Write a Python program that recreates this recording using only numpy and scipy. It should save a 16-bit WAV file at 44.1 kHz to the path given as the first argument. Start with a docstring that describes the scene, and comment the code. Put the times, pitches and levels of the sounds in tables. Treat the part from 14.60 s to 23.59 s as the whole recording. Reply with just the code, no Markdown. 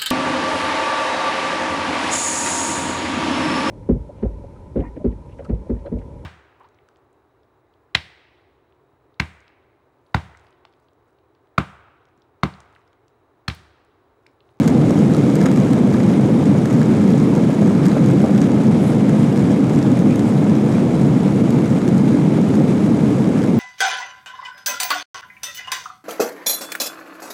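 """Inside an airliner cabin on the takeoff roll, heard by a small handheld microphone with a peak limiter.
From the start jet roar and wheel rumble boom through the wall, air rushes and cabin power whines faintly.
Plastic trim panels chatter and tick throughout; the ticks, filtered bursts, are thickest in the first 4 s.
Brief uneven bumps in the roar, short decaying tones near 560 Hz, come mostly before 4 s, some in clusters.
Four soft swells of filtered hiss pass between 4 and 6 s, while roar and chatter slowly ease."""
import sys
import numpy as np
from scipy import signal
from scipy.io import wavfile
from scipy.ndimage import uniform_filter1d, minimum_filter1d

SR = 44100
rng = np.random.default_rng(int(sys.argv[2]) if len(sys.argv) > 2 else 0)


def output_pcm(signal):
    """Save a mono or channel-first signal as 16-bit PCM at the path in sys.argv[1].

    Samples are clipped to [-1, 1] before scaling.
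    """
    pcm = np.clip(np.atleast_2d(signal).T, -1, 1) * 32767
    wavfile.write(sys.argv[1], SR, np.round(pcm).astype(np.int16))


def makeup_ratio(level_db):
    """Linear amplitude ratio for a level in decibels (20 dB per factor of ten)."""
    decades = np.asarray(level_db, float) / 20
    return 10 ** decades


N = 396459  # samples, about 9 s

# The clearest ticks of the trim panels. Each row: time halfway up the rise in seconds,
# peak level in dB before the cabin's echo, brightness in dB per octave.
PANEL_TICKS = [(0.0416, -27, -2), (0.077, -16, -1), (0.082, -23, -1), (0.3071, -27, 0), (0.3882, -23.5, -3),
               (0.536, -23, -2), (0.5466, -19.5, -4), (0.5662, -24, -2), (0.754, -20.5, 0),
               (0.8045, -27, -5), (0.809, -27, -2), (0.8135, -20, -4), (0.829, -28, -2), (0.8385, -30, -1),
               (0.8578, -13.5, -2.5), (0.8625, -17, -4), (0.866, -24, -10), (0.886, -24, -6),
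               (0.9145, -25, 0), (0.9603, -26, -1), (0.9734, -21, -5), (1.0, -25, -2), (1.0343, -29, -2),
               (1.1326, -20.5, -3), (1.325, -22, -6), (1.3386, -27, -2), (1.342, -20, -11),
               (1.402, -24, -5), (2.056, -19, -2), (2.1085, -29, -2), (2.127, -24, -1), (2.1377, -29, -2),
               (2.1954, -28, -2), (2.215, -19, -4.5), (2.2302, -26, -2), (2.504, -30, 1), (2.5238, -26, -2),
               (2.5795, -27, -2), (2.599, -24, -3), (2.7512, -24, -2), (3.0173, -30, -1), (3.0282, -24, -3),
               (3.216, -33, -2), (3.232, -31, -2), (3.255, -22, -1), (3.2572, -27, -3), (3.264, -22.5, 0),
               (3.2665, -23, -9), (3.274, -32, -2), (3.283, -25, 0), (3.316, -24, -3), (3.356, -31, -6),
               (3.37, -25, -2.5), (3.4599, -27, 0), (3.501, -21, -7), (3.511, -28, 1), (3.5368, -29, -2),
               (3.6175, -29, -1), (3.7773, -27, -1), (3.8159, -19, -3.5), (4.279, -29, -1),
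               (4.3342, -34, -2), (4.494, -20.5, -3.5), (4.63, -26, -2), (4.759, -24, -2), (4.775, -24, -3),
               (4.7926, -29, -3), (4.9168, -29, -2), (5.1888, -24, -3), (5.227, -24, -3), (5.316, -27, -2),
               (5.39, -29, 2), (5.539, -33, -6), (5.557, -28, 3), (5.593, -21.5, -2), (5.722, -25, -8),
               (6.124, -27, -5), (6.4139, -29, 0), (6.905, -26, 1), (7.0573, -26, -1), (7.1491, -28, -2),
               (7.2157, -25, -5), (7.278, -22, -2), (7.2885, -28, 0), (7.38, -27, -1), (7.8147, -29, -2),
               (7.9537, -27, -2), (8.2595, -29, -1), (8.642, -25, -6), (8.6549, -27, -2), (8.8378, -25, -3)]


def evened(x):
    """Scales to rms 1."""
    return x / np.sqrt(np.mean(x ** 2) + 1e-20)


def smoothed_twice(x, size):
    """Two running means over size samples."""
    return uniform_filter1d(uniform_filter1d(x, size=size), size=size)


def resonance(hz, width):
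    """Filter of one ring with gain 1 at its centre."""
    return signal.iirpeak(min(hz, 20000), hz / max(width, 5), SR)


def narrow(hz, width):
    """Noise that has passed one resonance twice, at rms 1."""
    ring = resonance(hz, width)
    once = signal.lfilter(*ring, rng.standard_normal(N))
    return evened(signal.lfilter(*ring, once))


def noise(spectrum, size, patchy_db, flicker_db):
    """Random short-time spectra with drifting patches and a flicker shared by all frequencies."""
    frames, hz = 4 * N // size + 5, np.fft.rfftfreq(size, 1 / SR)
    real, imaginary, patches = rng.standard_normal((frames, len(hz), 3)).T
    patches = uniform_filter1d(patches, size=size // 64, axis=0)  # across frequency
    patches = evened(uniform_filter1d(patches, size=6, axis=1))  # across time
    flicker = evened(uniform_filter1d(rng.standard_normal(frames), size=3))
    f, db = np.transpose(spectrum)
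    colour_db = np.interp(np.log(hz + 1), np.log(f + 1), db)[:, None]
    level = makeup_ratio(colour_db + patchy_db * patches + flicker_db * flicker)
    z = (real + 1j * imaginary) * level
    return evened(signal.istft(z, nperseg=size, noverlap=3 * size // 4)[1][:N])


def whine():
    """Overtones of the cabin power: thin steady sines."""
    # Each row: frequency in Hz, level in dB rms.
    overtones = [(11946, -80), (12742, -76), (13539, -85)]
    t = np.arange(N) / SR
    return sum(makeup_ratio(db) * np.sqrt(2) * np.sin(2 * np.pi * (hz * t + rng.random())) for hz, db in overtones)


def hiss():
    """Brief airy swells of narrow noise with long soft flanks."""
    # Each row: middle in seconds, time from the middle to 11.5 dB below it in seconds,
    # centre in Hz, width of the resonance in Hz, level at the middle in dB rms.
    swells = [(4.275, .07, 9800, 3200, -47), (4.59, 0.07, 8200, 3500, -50), (5.525, 0.034, 2480, 280, -38),
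              (5.68, .035, 8200, 4000, -47)]
    grain_db = 4  # flutter from one millisecond to the next
    t = np.arange(N) / SR
    grain = makeup_ratio(grain_db * evened(uniform_filter1d(rng.standard_normal(N), size=120)))
    out = np.zeros(N)
    for s, half, hz, width, db in swells:
        swell = 1 / np.cosh(2 * (t - s) / half)
        out += makeup_ratio(db) * swell * narrow(hz, width)
    return evened(grain) * out


def roar():
    """Low boom of jets and wheels, the cabin modes that it excites, and the gusty rush of air above."""
    # Roar through the fuselage wall. Each row: frequency in Hz, relative density in dB per Hz.
    boom_spectrum = [(15, -63), (25, -102), (54, -31), (68, -24), (80, -20.5), (128, -4), (210, -1.5),
                     (286, -5), (396, -13.5), (507, -15.5), (583, -21.5), (1000, -30), (1300, -38.5),
                     (2200, -120)]
    # Air rush and vents. 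Each row: frequency in Hz, relative density in dB per Hz.
    rush_spectrum = [(350, -48), (600, -2), (993, -14.5), (1120, -13.5), (1300, -6.5), (1430, -10),
                     (1880, -13.5), (2190, -10), (2600, -16.5), (3880, -19.5), (4270, -23.5), (7670, -26),
                     (10300, -30.5), (13200, -45.5), (15600, -60)]
    # Air and wall modes. Each row: centre in Hz, width of the resonance in Hz, level in dB re the boom.
    cabin_modes = [(140.6, 34, -14), (164.4, 48, -16), (206.8, 19.7, -10), (233.2, 21, -15),
                   (286.5, 39, -14)]
    rush_db, gust_db = -23, 0.4  # rush re the boom; its uneven swells, several a second
    start_db, easing_db_per_s = -12.5, -0.1541  # level of the boom
    boom = noise(boom_spectrum, size=4096, patchy_db=0.42, flicker_db=0.38)
    modes = sum(makeup_ratio(db) * narrow(hz, width) for hz, width, db in cabin_modes)
    rush = makeup_ratio(rush_db) * noise(rush_spectrum, size=512, patchy_db=0.8, flicker_db=0.9)
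    gusts = evened(smoothed_twice(rng.standard_normal(N), 1500))
    level = makeup_ratio(start_db + easing_db_per_s * np.arange(N) / SR)
    return level * (boom + modes + makeup_ratio(gust_db * gusts) * rush)


def bump(hz):
    """A few cycles that start fast, with a weaker partial near the octave for a sharper edge."""
    rise_s = 0.0012  # from the start to the crest of the envelope
    t = np.arange(1000) / SR
    shape = t / rise_s * np.exp(1 - t / rise_s)
    return shape * (np.sin(2 * np.pi * hz * t) + 0.2 * np.sin(2 * np.pi * 1.93 * hz * t))


def roar_bumps():
    """Brief uneven bumps in the roar, some in close clusters, over fainter random ones: short decaying tones."""
    # The clearest bumps. Each row: start in seconds, level in dB.
    clear_bumps = [(0.306, -11), (0.85, -14), (1.172, -18), (1.596, -12), (1.95, -15), (2.896, -10.5),
                   (2.943, -20), (3.021, -13), (3.077, -16), (3.107, -17), (3.366, -11), (3.371, -14),
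                   (3.64, -9), (3.645, -16), (3.651, -12), (3.694, -12), (5.064, -28), (7.786, -14)]
    clear_hz, faint_per_s, faint_db = 563, 40, -44  # faint ones in dB rms
    out = np.zeros(N + 1000)
    for s, db in clear_bumps:
        out[round(s * SR):][:1000] += makeup_ratio(db) * bump(clear_hz)
    starts = rng.random(N) < faint_per_s / SR
    size = makeup_ratio(4 * np.minimum(rng.exponential(1, N), 3)) * starts
    kind = rng.integers(0, 3, N)  # each faint bump takes one of three pitches
    faint = sum(signal.oaconvolve(size * (kind == k), bump(hz))[:N] for k, hz in enumerate((420, 600, 850)))
    return out[:N] + makeup_ratio(faint_db) * evened(faint)


def trim(x, tilt_db):
    """The panels ring briefly in many resonances; tilt_db per octave about 6 kHz sets the brightness."""
    # Rings of the trim panels. Each row: centre in Hz, width in Hz, level in dB before the tilt.
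    panel_rings = [(1242, 150, 5.5), (1670, 216, 6.5), (2140, 260, 1), (2730, 290, -4), (3250, 260, -2.5),
                   (3890, 410, -2), (4790, 440, -0.5), (5630, 580, -1), (6640, 440, 2.5), (7680, 990, -0.5),
                   (9400, 2500, -7.5), (11700, 600, -8), (13300, 800, -14), (15400, 900, -19)]
    out = 0
    for k, (hz, width, db) in enumerate(panel_rings):
        gain = makeup_ratio(db + tilt_db * np.log2(hz / 6000))
        out = out + (-1) ** k * gain * signal.lfilter(*resonance(hz, width), x)  # alternating sign
    return out


def shaking_db():
    """Rattle level: a slow calming as the wings take the weight, random fits, a rise around every tick."""
    start_db, calming_db_per_s, fits_db = -44.5, -0.1143, 1  # fits in dB rms
    stir_s, stir_db = 0.039, 1.5  # the jolt behind a tick stirs the chatter: half length, rise
    t = np.arange(0, N / SR + .01, .005)
    fits = evened(sum(np.sin(2 * np.pi * (f * t + rng.random())) for f in np.geomspace(2, 20, num=24)))
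    stirred = np.max([np.exp(-((t - s) / stir_s) ** 2) for s, _, _ in PANEL_TICKS], axis=0)
    level_db = start_db + calming_db_per_s * t + fits_db * fits + stir_db * stirred
    return np.interp(np.arange(N) / SR, t, level_db)


def rattle():
    """Dense chatter of loose panels: short scrapes of random size."""
    contacts_per_s, spread_db = 700, 4
    struck = rng.random(N) < contacts_per_s / SR
    size = makeup_ratio(spread_db * np.minimum(rng.exponential(1, N), 2)) * struck
    scrape = signal.lfilter([1], [1, -np.exp(-1 / (0.00045 * SR))], size)  # a contact lasts a ms or two
    return makeup_ratio(shaking_db()) * evened(trim(scrape * rng.standard_normal(N), -2.7))


def ticks():
    """Each tick is a quick scrape with one hard contact at its top, ringing the panels."""
    rise_s, t60_s = 0.0013, 0.0093  # rise of the scrape; its fall by 60 dB
    snap = 1.7  # height of the hard contact re the rms of the scrape at its top
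    t, out = np.arange(3000) / SR, np.zeros(N + 3000)
    rise = np.minimum(t / rise_s, 1)
    fall = makeup_ratio(-60 * np.maximum(t - rise_s, 0) / t60_s)
    hard_contact = snap * (np.arange(3000) == round(rise_s * SR))
    bursts = rng.standard_normal((len(PANEL_TICKS), 3000))
    for (s, db, tilt_db), burst in zip(PANEL_TICKS, bursts):
        tick = trim(burst * rise * fall + hard_contact, tilt_db)
        out[round((s - rise_s / 2) * SR):][:3000] += makeup_ratio(db) * tick / abs(tick).max()
    return out[:N]


def echoed(x):
    """Seats and walls of the padded cabin return a short diffuse tail."""
    t60_s, tail_db = 0.083, -12.5
    t = np.arange(4000) / SR
    tail = rng.standard_normal(len(t)) * makeup_ratio(-60 * t / t60_s) * (t > .004)  # first 4 ms stay silent
    return x + makeup_ratio(tail_db) * signal.oaconvolve(x, tail / np.linalg.norm(tail))[:N]


def scene():
    """All sources at one microphone; only the panels get the added echo."""
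    panels = echoed(rattle() + ticks())
    return (roar() + roar_bumps() + panels + hiss() + whine())[None]


def low_pass(x):
    """Removes everything above the highest recorded frequency."""
    return signal.sosfilt(signal.butter(12, 15720, fs=SR, output="sos"), x)


def record(dry):
    """The microphone adds its own even hiss and a low cut; a fast limiter holds each tall crest."""
    self_noise_db, low_cut_hz = -70, 51  # noise in dB rms ahead of the low cut
    ceiling = .707  # of full scale
    picked = dry + makeup_ratio(self_noise_db) * rng.standard_normal(dry.shape)
    picked = signal.lfilter(*signal.butter(2, low_cut_hz, 'high', fs=SR), picked)
    allowed = np.minimum(1, ceiling / (abs(picked) + 1e-9))
    held = minimum_filter1d(allowed, size=241)  # the gain dips ahead of a crest and after it
    gain = smoothed_twice(held, 121)
    return low_pass(picked * gain)


dry = scene()
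out = record(dry)
output_pcm(out)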